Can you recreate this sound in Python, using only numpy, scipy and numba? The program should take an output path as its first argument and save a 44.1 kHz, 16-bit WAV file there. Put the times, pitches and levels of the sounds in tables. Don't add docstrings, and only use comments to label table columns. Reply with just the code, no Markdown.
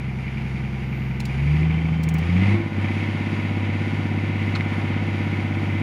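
import sys
import numpy as np
from scipy import signal
from scipy.fft import rfft, irfft
from scipy.io import wavfile
from scipy.ndimage import uniform_filter1d
from numba import njit

SR = 44100
rng = np.random.default_rng(int(sys.argv[2]) if len(sys.argv) > 2 else 0)


def unload_audio(sound):
    columns = np.transpose(np.atleast_2d(sound))
    steps = np.round(np.clip(columns, -1, 1) * 32767)
    wavfile.write(sys.argv[1], SR, steps.astype(np.int16))


def makeup_ratio(level_db):
    decades = np.asarray(level_db, float) / 20
    return 10 ** decades


N = 256662

STEPS_HZ = [65, 80, 99]
LAGS = [(.43, -0.054, -0.32), (.62, -.2, -0.41), (1.1, -.78, -.67)]
# idle, middle, full speed [level/dB], answer to more fuel, to less fuel [dB per dB]
SUCTION = (-1.4, -0.21, -0.3, 0.044, 0.15)


def unit(x):
    return x / np.sqrt(np.mean(x ** 2))


def curves(table):
    s, *columns = np.transpose(table)
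    return [np.interp(np.arange(N) / SR, s, column) for column in columns]


@njit
def svf(x, hz, width):
    y, band, low = np.empty(len(x)), 0., 0.
    g, k = np.tan(np.pi * hz / SR), width / hz
    for i in range(len(x)):
        v = (band + g * (x[i] - low)) / (1 + g * (g + k))
        band, low, y[i] = 2 * v - band, low + 2 * g * v, k * v
    return y


def steep(x, hz, width):
    return svf(svf(x, float(hz), float(width)), float(hz), float(width))


def resonate(x, modes):
    out = 0
    for k, (hz, width, db) in enumerate(modes):
        out = out + (-1) ** k * makeup_ratio(db) * steep(x, hz, 1.58 * width)
    return unit(out)


def coloured(spectrum):
    hz, db = np.transpose(spectrum)
    f = np.arange(N // 2 + 1) * SR / N + 1
    gain = makeup_ratio(np.interp(np.log(f), np.log(hz), db))
    return unit(irfft(rfft(rng.standard_normal(N)) * gain, N))


def walk(rate):
    k = int(SR / rate)
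    held = np.repeat(rng.standard_normal(N // k + 1), k)
    return 1.44 * uniform_filter1d(uniform_filter1d(held, k), k)[:N]


def partial(cycle, order, db, turns):
    return np.sqrt(2) * makeup_ratio(db) * np.cos(2 * np.pi * (order * cycle + turns))


def clatter(cycle, repeat):
    frozen = rng.standard_normal(2048)
    same = np.interp(cycle % 1 * 2048, np.arange(2049), np.r_[frozen, frozen[0]])
    return np.sqrt(repeat) * unit(same) + np.sqrt(1 - repeat) * rng.standard_normal(N)


def follow(layer, hz, drive):
    *steady_db, more, less = layer
    return np.interp(hz, STEPS_HZ, steady_db) + more * np.maximum(drive, 0) + less * np.minimum(drive, 0)


def through(path, hz):
    path_hz, path_db = np.transpose(path)
    return np.interp(np.log(hz), np.log(path_hz), path_db)


def brushed_air():
    # t/s, swell level/dB, half length [s]
    brushes = [
        (.98, 12, .2),
        (4.75, 3, .3),
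    ]
    t = np.arange(N) / SR
    air_db = -81 - 0.5 * walk(3.6) + .8 * walk(12)
    for s, db, half in brushes:
        air_db = air_db + db * np.exp(-((t - s) / half) ** 2)
    return coloured([(9000, -32), (12500, -2), (15000, -5), (15450, -7), (15900, -37)]) * makeup_ratio(air_db)


def cab_floor(hz, fuel_db, hiss_db):
    # f/Hz, level/dB
    rumble_spectrum = [(30, -32), (60, 1), (90, 1), (150, 10.5), (200, 6), (330, 1.5), (420, -5),
                       (600, -45), (1200, -46.5)]
    # idle, middle, full speed [level/dB], answer to more fuel, to less fuel [dB per dB]
    floor_shake = (-63, -57, -57, .9, -.7)
    rumble_db = -39 + 0.45 * (hiss_db + 63) + follow(SUCTION, hz, fuel_db) + 1.2 * walk(9)
    shake_db = follow(floor_shake, hz, fuel_db) + 3 * walk(3.2)
    shake = coloured([(10, -19), (25, -3), (50, 7), (62, -22), (100, -58)])
    return coloured(rumble_spectrum) * makeup_ratio(rumble_db) + shake * makeup_ratio(shake_db)


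def fan(hiss_db, burst):
    # f/Hz, level/dB
    fan_spectrum = [(1940, -4.5), (3300, -2.5), (3790, -5), (4030, -7), (4370, -5), (4740, -2), (5280, -10),
                    (5720, -7.5), (6240, -13), (6760, -9.5), (7630, -22.5), (9810, -14.5), (11000, -20.5),
                    (13000, -38.5)]
    return coloured(fan_spectrum) * (0.5 + 0.063 * burst) * makeup_ratio(hiss_db + 6.5 + 0.9 * walk(13))


def dial():
    # t/s, peak level/dB, ring f/Hz, ring share level/dB, bright edge level/dB
    clicks = [(1.199, -40.5, 5800, -2, -4), (1.203, -37, 4190, 12, -6), (1.2528, -38, 6700, 1, -1),
              (1.255, -38.5, 4600, 12, -7), (2.0323, -40, 5200, 4, 0), (2.0365, -34.5, 4368, 2, 1),
              (2.0870, -41, 8886, 2, -1), (2.0888, -31.5, 6528, -0.5, -4), (2.1403, -37, 6490, -2.5, 6),
              (2.145, -44, 5936, -1, -4), (2.184, -44, 4550, 9, 10), (2.189, -45, 6800, 6, -2),
              (4.5532, -54, 7200, -6, -1), (5.7990, -53, 7450, 4, -8)]
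    out, t = np.zeros(N + SR), np.arange(SR // 8) / SR
    fall = makeup_ratio(-60 * t / 0.04) + .1 * makeup_ratio(-60 * t / 0.11)
    for s, peak_db, ring_hz, ring_db, edge_db in clicks:
        grit = rng.standard_normal(len(t)) * makeup_ratio(3 * rng.standard_normal(len(t)))
        crack = unit(steep(grit, 5300, 12000))
        ring = np.sin(2 * np.pi * ring_hz * t) * makeup_ratio(-60 * t / 0.024)
        ring += 0.71 * unit(svf(grit, float(ring_hz), 900.)) * makeup_ratio(-60 * t / 0.092)
        edge = unit(steep(grit, 14900, 4500)) * makeup_ratio(-60 * t / .05)
        click = crack + makeup_ratio(ring_db) * ring + makeup_ratio(edge_db) * edge
        out[int(s * SR):][:len(t)] += 0.36 * makeup_ratio(peak_db) * fall * click
    return out[:N]


def fitting():
    # t/s, peak level/dB, ring f/Hz, width [Hz], 60 dB decay [s]
    snaps = [
        (1.204, -29, 2730, 1210, 0.01),
        (1.2545, -33, 2720, 900, .012),
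        (4.553, -27.5, 1473, 1800, 0.068),
        (4.5534, -27, 2601, 1199, 0.042),
        (4.5523, -25.5, 4250, 500, 0.04),
        (4.556, -35, 1110, 1600, 0.15),
        (4.5600, -25.5, 2460, 900, 0.021),
        (4.5660, -30, 2305, 900, 0.02),
        (4.6088, -11.5, 2200, 1600, 0.0055),
        (4.618, -33, 1250, 700, 0.027),
    ]
    out, t = np.zeros(N + SR), np.arange(SR // 8) / SR
    sag = 14
    for s, peak_db, ring_hz, width_hz, t60 in snaps:
        rattle = unit(svf(rng.standard_normal(len(t)), float(ring_hz), float(width_hz)))
        rattle *= np.minimum(t / 0.0076, 1)
        turns = ring_hz * (1 - np.exp(-sag * t)) / sag
        blow = makeup_ratio(peak_db - 60 * t / t60) * (np.sin(2 * np.pi * turns) + 0.96 * rattle)
        out[int(s * SR):][:len(t)] += steep(blow, ring_hz, 2 * ring_hz)
    return out[:N]


def gears(cycle, hz, fuel_db):
    # f/Hz, level/dB
    gear_lines = [(462, -60), (479, -54.5), (495.3, -53.5), (559.9, -59), (592.2, -52), (646.0, -57),
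                  (693, -55.5), (726.7, -58.5), (807.5, -52), (925.9, -56.5), (974, -54.5), (990.5, -59),
                  (1039, -53.5), (1087, -58.5)]
    # f/Hz, level/dB
    whines = [(1367, -61.5), (1437, -53), (1497, -57), (1782, -55), (2078, -53.5), (2196, -53), (3068, -60),
              (3838, -64)]
    # idle, middle, full speed [level/dB], answer to more fuel, to less fuel [dB per dB]
    alternator = (-66, -55, -72, .1, .1)
    fade_db = 0.31 * (hz - STEPS_HZ[-1])
    cycle_hz = STEPS_HZ[-1] / 6
    lines = [(round(f / cycle_hz), db) for f, db in gear_lines] + [(f / cycle_hz, db) for f, db in whines]
    whine_db = follow(alternator, hz, fuel_db) + walk(12)
    out = partial(cycle, 6 * 38.83, whine_db, .1 * walk(20))
    for order, db in lines:
        out = out + partial(cycle, order, db + fade_db + 0.93 * walk(6), rng.random() + 0.064 * walk(12))
    return out


def tappet(cycle, hz, pull):
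    # idle, middle, full speed [level/dB], answer to speeding up, to slowing [dB per Hz/s]
    tappet_level = (-47, -46, -44.5, .15, .1)
    fall = np.exp(-((cycle - .08) % 1) / 0.11)
    ring = steep(fall * clatter(cycle, repeat=.75), 2250, 1.56 * 200)
    return unit(ring) * makeup_ratio(follow(tappet_level, hz, pull) + 1.16 * walk(11))


def knock(cycle, hz, pull):
    # f/Hz, width [Hz], level/dB
    block_modes = [(1780, 160, -10), (2056, 83, -2), (2189, 60, -2), (2362, 118, -8.5), (2580, 150, -5.5),
                   (2635, 802, -12.5), (3000, 76, -42)]
    panel_modes = [(345.2, 20, 8.5), (482, 133, -1), (731.4, 74, -0.5), (833, 90, -2), (950, 62, -2.5),
                   (1113, 156, -4.5), (1246, 81, -5.5), (1479, 232, -3)]
    # idle, middle, full speed [level/dB], answer to speeding up, to slowing [dB per Hz/s]
    block_level = (-43, -40.5, -36, .22, .12)
    panel_level = (-44, -41.5, -38.3, .15, .15)
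    beat = 12 * cycle
    which = beat.astype(int)
    pattern_db = 0.76 * rng.standard_normal(12)[which % 12]
    pattern_db += 2.5 * rng.standard_normal(which[-1] + 1)[which]
    burst = 0.97 + makeup_ratio(pattern_db) * np.exp(-(beat % 1) / 1.5)
    block = resonate(burst * clatter(cycle, repeat=0.34), block_modes)
    panels = resonate((1.1 + burst) * clatter(cycle, repeat=0.24), panel_modes)
    block = block * makeup_ratio(follow(block_level, hz, pull) + .5 * walk(10))
    panels = panels * makeup_ratio(follow(panel_level, hz, pull) + 0.5 + 0.55 * walk(4.8))
    return block + panels, unit(burst)


def intake(cycle, hz, fuel_db):
    thump = [(5, -64, -62, -59), (7, -61, -46, -51), (8, -56, -44, -50), (9, -40, -37, -34),
             (10, -60, -47, -39), (11, -52, -38, -40), (13, -46, -48, -34), (14, -37, -37, -38),
             (15, -46, -58, -40), (16, -39, -42, -38), (17, -63, -49, -53), (18, -37, -41, -40),
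             (19, -45, -54, -47), (21, -51, -51, -50), (22, -59, -53, -46), (23, -62, -50, -56),
             (24, -67, -55, -55), (25, -55, -52, -67), (26, -52, -47, -63)]
    depth, period, crest = (.1, 8.5, 10.2)
    lasting, wandering = (.03, .04)
    lag = np.interp(hz, STEPS_HZ, np.transpose(LAGS)[-1])
    change_db = follow(SUCTION, hz, fuel_db)
    out = 0
    for order, *steady_db in thump:
        echo = depth * np.cos(2 * np.pi * (order - crest) / period)
        smear = lag + echo + lasting * rng.standard_normal() + wandering * walk(8)
        db = np.interp(hz, STEPS_HZ, steady_db) + change_db + 0.94 * walk(14)
        out = out + partial(cycle, order, db, smear)
    return out


def exhaust(cycle, hz, fuel_db):
    # idle, middle, full speed [level/dB], answer to more fuel, to less fuel [dB per dB]
    boom_level = (-33.3, -27.5, -25.5, 1.01, 0.7)
    # f/Hz, level/dB at steady fuelling
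    octave_path = [(130, -29.5), (147, -25.5), (161, -23), (168, -35), (174, -34), (180, -32), (190, -37.5),
                   (200, -43.5)]
    pump_path = [(216, -38), (240, -44), (258, -58), (268, -39), (287, -61), (312, -34.5), (331, -41),
                 (338, -29.5)]
    boom_lag, octave_lag, pump_lag = (np.interp(hz, STEPS_HZ, lag) for lag in np.transpose(LAGS))
    more_db = np.maximum(fuel_db, 0)
    boom_db = follow(boom_level, hz, fuel_db) + .5 * walk(8.4)
    octave_fuel = np.interp(hz, STEPS_HZ, (0.74, 1.14, 2.7))
    octave_db = through(octave_path, 2 * hz) + octave_fuel * more_db + 1.2 * walk(25)
    pump_db = through(pump_path, 20 * hz / 6) + 0.2 * more_db + 1.76 * walk(19)
    boom = partial(cycle, 6, boom_db, boom_lag)
    octave = partial(cycle, 12, octave_db, octave_lag)
    return boom + octave + partial(cycle, 20, pump_db, pump_lag - .05)


def scene():
    # t/s, firing rate f/Hz, fuelling over the steady need level/dB
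    governor = [(0.0, 64.82, -1.5), (1.29, 64.93, 0), (1.4, 69.03, 5), (1.5, 73.87, 8.5), (1.62, 78.9, 4.5),
                (1.78, 80.76, 0.5), (2.0, 80, -1), (2.19, 80.3, 1.5), (2.34, 89.03, 7), (2.47, 99.4, 6.5),
                (2.55, 102.3, 7.5), (2.6, 102.2, -3.5), (2.66, 100.1, -4), (2.7, 98.8, -18),
                (2.78, 97.17, 2), (3.05, 99.33, -1), (4.1, 99.2, 0), (5.82, 98.65, 0)]
    # idle, middle, full speed [level/dB], answer to speeding up, to slowing [dB per Hz/s]
    hiss_level = (-57, -57.5, -54, .25, .08)
    hz, fuel_db = curves(governor)
    pull = uniform_filter1d(np.gradient(hz) * SR, int(.09 * SR))
    pull = 16 * np.tanh(pull / 16)
    cycle = np.cumsum(hz) / (6 * SR) + .07
    hiss_db = follow(hiss_level, hz, pull)
    metal, burst = knock(cycle, hz, pull)
    metal = (metal + tappet(cycle, hz, pull)) * makeup_ratio(0.24 * np.minimum(fuel_db, 0))
    background = brushed_air() + cab_floor(hz, fuel_db, hiss_db) + fan(hiss_db, burst)
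    engine = gears(cycle, hz, fuel_db) + metal + intake(cycle, hz, fuel_db) + exhaust(cycle, hz, fuel_db)
    return (background + dial() + fitting() + engine)[None]


def roll_off(x):
    return signal.sosfilt(signal.butter(12, 15700, fs=SR, output="sos"), x)


def record(dry):
    rounded = np.tanh(1.494 * dry) / 1.487
    return roll_off(rounded)


dry = scene()
out = record(dry)
unload_audio(out)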